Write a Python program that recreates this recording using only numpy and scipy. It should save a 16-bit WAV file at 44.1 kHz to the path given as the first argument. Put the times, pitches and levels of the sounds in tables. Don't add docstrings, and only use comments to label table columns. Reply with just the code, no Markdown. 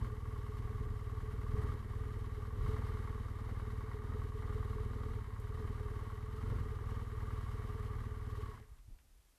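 import sys
import numpy as np
from scipy import signal
from scipy.fft import rfft, irfft, next_fast_len
from scipy.io import wavfile
from scipy.ndimage import uniform_filter1d, map_coordinates

SR = 44100
rng = np.random.default_rng(int(sys.argv[2]) if len(sys.argv) > 2 else 0)


def gain_from_db(level_db):
    decades = np.asarray(level_db, float) / 20
    return 10 ** decades


def generate_wav(signal):
    frames = np.transpose(np.atleast_2d(signal))
    scaled = np.clip(frames, -1, 1) * 32767
    pcm = np.round(scaled).astype(np.int16)
    wavfile.write(sys.argv[1], SR, pcm)


N = 413658


def unit(x):
    return x / np.sqrt(np.mean(x ** 2) + 1e-20)


def curves(rows):
    s, *columns = np.transpose(rows)
    return [np.interp(np.arange(N) / SR, s, c, left=-120, right=-120) for c in columns]


def spells(rows):
    t = np.arange(N) / SR
    return sum(db * np.exp(-.5 * ((t - s) / length) ** 2) for s, db, length in rows)


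def wobble(rate):
    knots = rng.standard_normal(int(N * rate / SR) + 4)
    return map_coordinates(knots, [np.arange(N) * rate / SR])


def filtered(x, response):
    m = next_fast_len(N + SR // 2)
    hz = np.fft.rfftfreq(m, 1 / SR) + 1e-3
    return irfft(rfft(x, m) * response(hz), m)[:N]


def coloured(points):
    f, db = np.transpose(points)
    gain = lambda hz: gain_from_db(np.interp(np.log(hz), np.log(f), db, left=-120, right=-120))
    return unit(filtered(rng.standard_normal(N), gain))


def resonated(x, modes):
    def body(f):
        total = 0
        for k, (centre, width, db) in enumerate(modes):
            ring = 1j * f * width / (centre * centre - f * f + 1j * f * width)
            total = total + (-1) ** k * gain_from_db(db) * ring
        return total
    return unit(filtered(x, body))


def steep(ratio, order):
    poles = [np.exp(1j * np.pi * (2 * k + order + 1) / (2 * order)) for k in range(order)]
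    return 1 / np.prod([1j * ratio - pole for pole in poles], axis=0)


# start_s, crank_turns_per_s
SPEED = [(0.0, 19.196), (1.28, 18.844), (1.57, 19.948), (1.85, 18.327), (1.99, 19.605), (2.42, 18.937),
         (2.71, 19.434), (3.99, 18.829), (4.13, 20.841), (4.27, 19.359), (5.13, 19.902), (5.27, 16.371),
         (5.55, 19.965), (6.12, 18.043), (6.26, 19.744), (7.69, 18.989), (7.83, 19.259), (8.4, 19.011)]
START_TURN = -.512
BLIP_S, CLUTCH_S, BLIP_GAIN = 6.368, 6.569, 31.54
OFF_S, COAST_S, COAST_BEND = 8.305, .473, 2.863


def shaft():
    t = np.arange(-SR // 10, N) / SR
    blip = BLIP_GAIN * (t - BLIP_S) * (t > BLIP_S) * (t < CLUTCH_S)
    coast = 1 - np.clip((t - OFF_S) / COAST_S, 0, 1) ** COAST_BEND
    speed = (np.interp(t, *np.transpose(SPEED)) + blip) * coast
    turns = np.cumsum(speed) / SR
    return t, turns - turns[SR // 10] + START_TURN


def crank():
    s, turns = shaft()
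    return uniform_filter1d(np.interp(np.arange(N) / SR, s, turns), size=2500)


def beats(angle, every, scatter_db, jitter_s=0):
    s, turns = shaft()
    at = np.interp(np.arange(angle % every - every, turns[-1], every), turns, s)
    size, late = rng.standard_normal((len(at), 2)).T
    at = at + jitter_s * late
    heard = at >= 0
    return np.bincount((at[heard] * SR).astype(int), gain_from_db(scatter_db * size)[heard], 2 * N)[:N]


def strikes(events, scatter_db, jitter_s):
    return sum(gain_from_db(db) * beats(angle, 2, scatter_db, jitter_s) for angle, db, _ in events)


def cam_gate(events, scatter_db, between_db):
    gate = np.full(N, gain_from_db(between_db))
    for angle, db, t60 in events:
        fall = gain_from_db(-60 / (t60 * SR))
        gate += gain_from_db(db) * signal.lfilter([1], [1, -fall], beats(angle, 2, scatter_db))
    return gate


def whine(order, ripple, blur, unloading):
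    angle = crank()
    surge = -ripple / (2 * np.pi) * np.sin(2 * np.pi * (angle - .45))
    contact = 1 - unloading * np.exp(8 * (np.cos(2 * np.pi * (angle - .27)) - 1))
    load = contact * (1 + .3 * np.cos(np.pi * (angle - 1.9))) * gain_from_db(.8 * wobble(30))
    return unit(load * np.sin(2 * np.pi * order * (angle + surge) + blur * wobble(45)))


def exhaust():
    ahead = lambda x, s: np.roll(x, -round(s * SR))
    puffs = ahead(beats(0, 1, scatter_db=.8), .011) + .28 * beats(.28, 1, scatter_db=1.3)
    jolts = ahead(beats(0, 1, scatter_db=1), .0207)
    shake = filtered(jolts, lambda f: 23.5j * f / (62.7 ** 2 - f * f + 23.5j * f))

    def edges(hz):
        muffler = steep(hz / 104.8, 6) / (1 + (hz / 156) ** 12)
        microphone = np.conj(steep(35.4 / hz, 4))
        return muffler * microphone
    return unit(filtered(puffs + .96 * shake, edges))


# turns_after_puff, level_db, t60_s
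INTAKE = [(.76, 0, .06), (1.76, -2.5, .06), (.25, -7, .07), (1.3, -10, .07)]
# centre_hz, width_hz, level_db
AIRBOX = [(212.3, 45.93, 0), (254.27, 60.5, -0.5), (298.4, 60.6, -5.5), (390.5, 65.8, -7.5),
          (469.5, 34.6, -4.5), (518.7, 60.8, -11)]


def intake():
    breath = resonated(cam_gate(INTAKE, 1.0, between_db=-9) * rng.standard_normal(N), AIRBOX)
    gulps = resonated(strikes(INTAKE, .8, .0006), AIRBOX[:3])
    throttle_db = .8 * np.clip(np.gradient(crank()) * SR - 19.8, 0, 5)
    return gain_from_db(throttle_db) * unit(breath + .85 * gulps)


# centre_hz, width_hz, level_db
PANEL = [(423.73, 18.8, 1), (452.5, 24.5, -8), (508.6, 12, -14)]


def panel():
    kicks = beats(.9, 2, .8, .0003) + .45 * beats(1.62, 2, 1.5, .0008)
    swells = resonated(resonated(kicks, [(432, 60, 0)]), PANEL)
    cam_drive = resonated(whine(order=22, ripple=.015, blur=.4, unloading=.2), PANEL)
    shaking = resonated(rng.standard_normal(N), PANEL)
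    return unit(swells + .75 * cam_drive + .3 * shaking)


# start_s, share (0-1)
FACING = [(0, 0.24), (3.3, 0.68), (3.8, 0.76), (5.1, 0.72), (5.6, 0.59), (9.38, 0.16)]


def facing():
    return np.clip(curves(FACING)[0], 0, 1)


# turns_after_puff, level_db, t60_s
VALVES = [(.37, 0, .07), (1.38, -4, .07), (.7, -6, .09), (1.7, -5, .09)]
# centre_hz, width_hz, level_db
CASES = [(713.6, 180, -13), (924.2, 106.9, -6), (1102.8, 46.5, -2.5), (1207.7, 44.1, -4), (1361, 226, -11),
         (1655, 127.2, -10), (1882, 130, -10), (2194, 217, -15)]
COVER = [(1108, 55, 0), (1420, 200, -14)]
HOUSING = [(1190, 330, 0), (1420, 150, -3)]
KNOCK_FACING_DB, WHINE_FACING_DB = 3.5, -6


def cases(gate):
    turned = facing() - .4
    clatter = resonated(gate * rng.standard_normal(N), CASES)
    knock = resonated(strikes(VALVES[:2], 1.1, .0004), COVER)
    primary = resonated(whine(order=60, ripple=.045, blur=.6, unloading=.85), HOUSING)
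    return (gain_from_db(-3.4) * clatter
            + gain_from_db(-8.1 + KNOCK_FACING_DB * turned) * knock
            + gain_from_db(-5.9 + WHINE_FACING_DB * turned) * primary)


# pitch_hz, level_db
FINS = [(1410, -41.5), (2550, -6), (3090, 0), (3400, -7), (3860, -6.5), (6300, -14), (12600, -14.5),
        (14200, -22.5)]
# centre_hz, width_hz, level_db
BRIGHT_SIDE = [(3756, 230, 5), (4582, 220, -6)]


def fins(gate):
    bright = resonated(rng.standard_normal(N), BRIGHT_SIDE)
    metal = coloured(FINS) + 0.515 * facing() * bright
    return unit((gate + 1.6) * gain_from_db(1.26 * wobble(60)) * metal)


# start_s, effort_db
LOAD = [(0, -0.5), (.3, -0.5), (1.45, -0.12), (1.64, 5), (1.8, 0), (2.55, 0), (2.7, 5), (2.9, 3),
        (3.25, -0.04), (4.0, 0.46), (4.6, 1), (5.13, 0.52), (5.32, -3.5), (5.6, 0), (6.6, 0.84),
        (7.35, 0.93), (8.0, 0.39), (8.5, -0.5)]
# centre_s, level_db, length_s
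MIXTURE = [(0.037, 3, 0.037), (0.193, -2.5, 0.048), (0.978, -2, 0.038), (1.825, -1.5, 0.04033),
           (2.326, -1.5, 0.039), (2.53, -1, .05), (3.303, -0.5, 0.056), (4.005, -2, 0.034),
           (4.322, -3, 0.0324), (4.52, 1, 0.064), (6.254, -3, 0.0815), (6.786, -1.5, 0.04),
           (6.968, 1, 0.041), (7.08, -2, 0.045), (7.307, 0.5, 0.0453), (7.423, 0, 0.043),
           (8.169, -2.5, 0.082), (8.43, 1, 0.04)]
# start_s, share (0-1.2)
LEANING = [(0, 0.15), (2.55, 0.31), (2.85, 0.88), (4.8, 0.47), (5.1, 1), (6.3, 1.13), (6.55, 0.82),
           (7.1, 0.62), (7.5, 1.2), (9.38, 0.6)]
# idle_db, db_per_effort_db, db_per_turn_per_s over idle, dies_from_s, dying_db_per_s
LAYERS = [
    (-40, 0.7537, 0.5, 8.44, 66.5),
    (-57.5, 0.8459, 1, 8.495, 84),
    (-58, 0.7832, 1.15, 8.53, 111),
    (-57.5, 1, -0.37, 8.55, 130),
    (-70.5, 1, 0.22, 8.56, 160.5),
]
POSTURE = [
    (0, -0.9),
    (2, -1),
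    (4, -1),
    (0, 1.5127),
    (-3, 1.22),
]
COASTING_DB = [23, 19.8, 18, 13.9, 16.6]
IDLE, SURGE_CAP = 19.26, 1.3
UNEVEN_DB, STANDS_DB = 0.2851, 300


def levels():
    t = np.arange(N) / SR
    effort = np.interp(t, *np.transpose(LOAD)) + spells(MIXTURE)
    faster = np.clip(np.gradient(crank()) * SR - IDLE, -3, SURGE_CAP) * (t < OFF_S)
    posture_db = np.dot(POSTURE, np.clip(curves(FACING) + curves(LEANING), 0, None))
    standing_db = STANDS_DB * np.clip(t - OFF_S - COAST_S, 0, None)
    faders = []
    for layer, seat_db, coasting_db in zip(LAYERS, posture_db, COASTING_DB):
        idle_db, grows, per_turn, dies_s, dying = layer
        running_db = idle_db + grows * effort + per_turn * faster + seat_db + UNEVEN_DB * wobble(9)
        faders.append(running_db - np.clip(dying * (t - dies_s), 0, coasting_db) - standing_db)
    return faders


# centre_s, level_db, length_s
KNEE = [(.7, -2, 0.073), (1.6, 1.5, 0.063), (1.84, -4, 0.05), (3.35, -5, .2), (5.85, 3, 0.2),
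        (7.45, -4.5, 0.092), (7.82, 3, 0.049), (8.05, -1, 0.056)]


def engine():
    exhaust_db, intake_db, panel_db, cases_db, fins_db = levels()
    gate = uniform_filter1d(cam_gate(VALVES, 1.0, between_db=-4), size=60)
    return (gain_from_db(exhaust_db - .7) * exhaust()
            + gain_from_db(intake_db) * intake()
            + gain_from_db(panel_db + spells(KNEE)) * panel()
            + gain_from_db(cases_db) * cases(gate)
            + gain_from_db(fins_db - 0.0042) * fins(gate))


# centre_s, peak_db, pitch_hz,
# length_cycles
BUMPS = [(.035, -40, 48.6, 1.57), (2.622, -35, 48, 1.12), (2.653, -31, 111, 0.69), (2.688, -43, 105, 1.5),
         (6.568, -36, 96.3, 1.65), (8.733, -47.5, 58, 0.76), (8.802, -51.5, 40, 1.06),
         (8.855, -56.5, 60, 1), (8.888, -48, 90.5, 1.04), (8.927, -45, 31.4, 1), (8.969, -60, 42, 1),
         (9.087, -57, 33, 0.65), (9.135, -57.5, 42, 1.08), (9.165, -58.5, 44.2, 1.4),
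         (9.201, -60.5, 75, 0.94)]


def bumps():
    t = np.arange(N) / SR
    out = np.zeros(N)
    for s, db, hz, cycles in BUMPS:
        near = slice(max(round(s * SR) - 4000, 0), round(s * SR) + 4000)
        turn = (t[near] - s) * hz
        out[near] += gain_from_db(db) * np.exp(-2 * (turn / cycles) ** 2) * np.cos(2 * np.pi * turn)
    return out


# start_s, level_db
SETTLE = [(8.6, -61), (8.95, -65), (9.2, -70.5), (9.38, -76.5)]
# pitch_hz, level_db
ROCK = [(10, -19), (25, 0), (45, -2), (100, -15), (160, -23.5), (400, -33.5)]


def settling():
    return gain_from_db(curves(SETTLE)[0] + 2.0) * coloured(ROCK)


# start_s, peak_db, centre_hz
CLICKS = [(3.389, -51.5, 750), (3.489, -47, 750), (5.399, -63, 10500), (8.585, -66, 1500),
          (8.64, -70, 1800), (8.625, -62, 1600), (8.785, -70, 2500), (8.88, -62, 170), (8.9, -58, 230),
          (8.94, -69, 700), (8.987, -67.5, 2000)]


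def clicks():
    out, t = np.zeros(N + SR), np.arange(SR // 20) / SR
    for s, db, hz in CLICKS:
        band = [hz * .6 / SR * 2, min(hz * 1.4 / SR * 2, .9)]
        b, a = signal.butter(2, band, "band")
        burst = unit(signal.lfilter(b, a, rng.standard_normal(len(t)))) * gain_from_db(-60 * t / 0.092)
        out[round(s * SR):][:len(t)] += gain_from_db(db - 3.5) * burst
    return out[:N]


# peak_s, peak_db, fall_s per 10 dB
GUSTS = [(0, -53.5, 0.23), (.27, -58, 0.06), (.57, -57, 1), (.75, -59, 1.68), (1.55, -51, 0.24),
         (1.68, -55.5, 0.02), (2.59, -49.5, 0.11), (2.72, -58, .5), (4.43, -61.5, 0.66),
         (4.76, -64.5, -0.66), (5.13, -58.5, -0.2), (5.6, -57, -0.33), (6.52, -48.5, 0.1758),
         (7.45, -61, 0.7), (7.69, -63, 0.38)]
GUST_RISE_S, CALM_DB = 0.0667, -67.5


def gusts():
    t = np.arange(N) / SR
    power = gain_from_db(2 * CALM_DB)
    for s, db, fall in GUSTS:
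        away = np.maximum((s - t) / GUST_RISE_S, (t - s) / abs(fall))
        power = power + gain_from_db(2 * db - 20 * away)
    return np.sqrt(power) * (t < SETTLE[0][0])


# pitch_hz, level_db
GUST = [(8, -40), (22, -1), (60, -1.5), (110, -1.5), (165, -14.5), (250, -16), (500, -38)]


def wind():
    return gain_from_db(9.0) * gusts() * unit(gain_from_db(2.12 * wobble(12)) * coloured(GUST))


# pitch_hz, level_db
HISS = [(88, -27), (150, -6), (237, -2), (271, -1), (3400, -8.5), (11500, -9), (13100, -9), (14200, -19)]


def hiss():
    return gain_from_db(-75.5) * coloured(HISS)


def scene():
    return (engine() + bumps() + settling() + clicks() + wind())[None]


def top_cut(x):
    return signal.sosfilt(signal.butter(12, 14310, fs=SR, output="sos"), x)


def record(dry):
    mix = dry + hiss()
    return top_cut(mix)


dry = scene()
out = record(dry)
generate_wav(out)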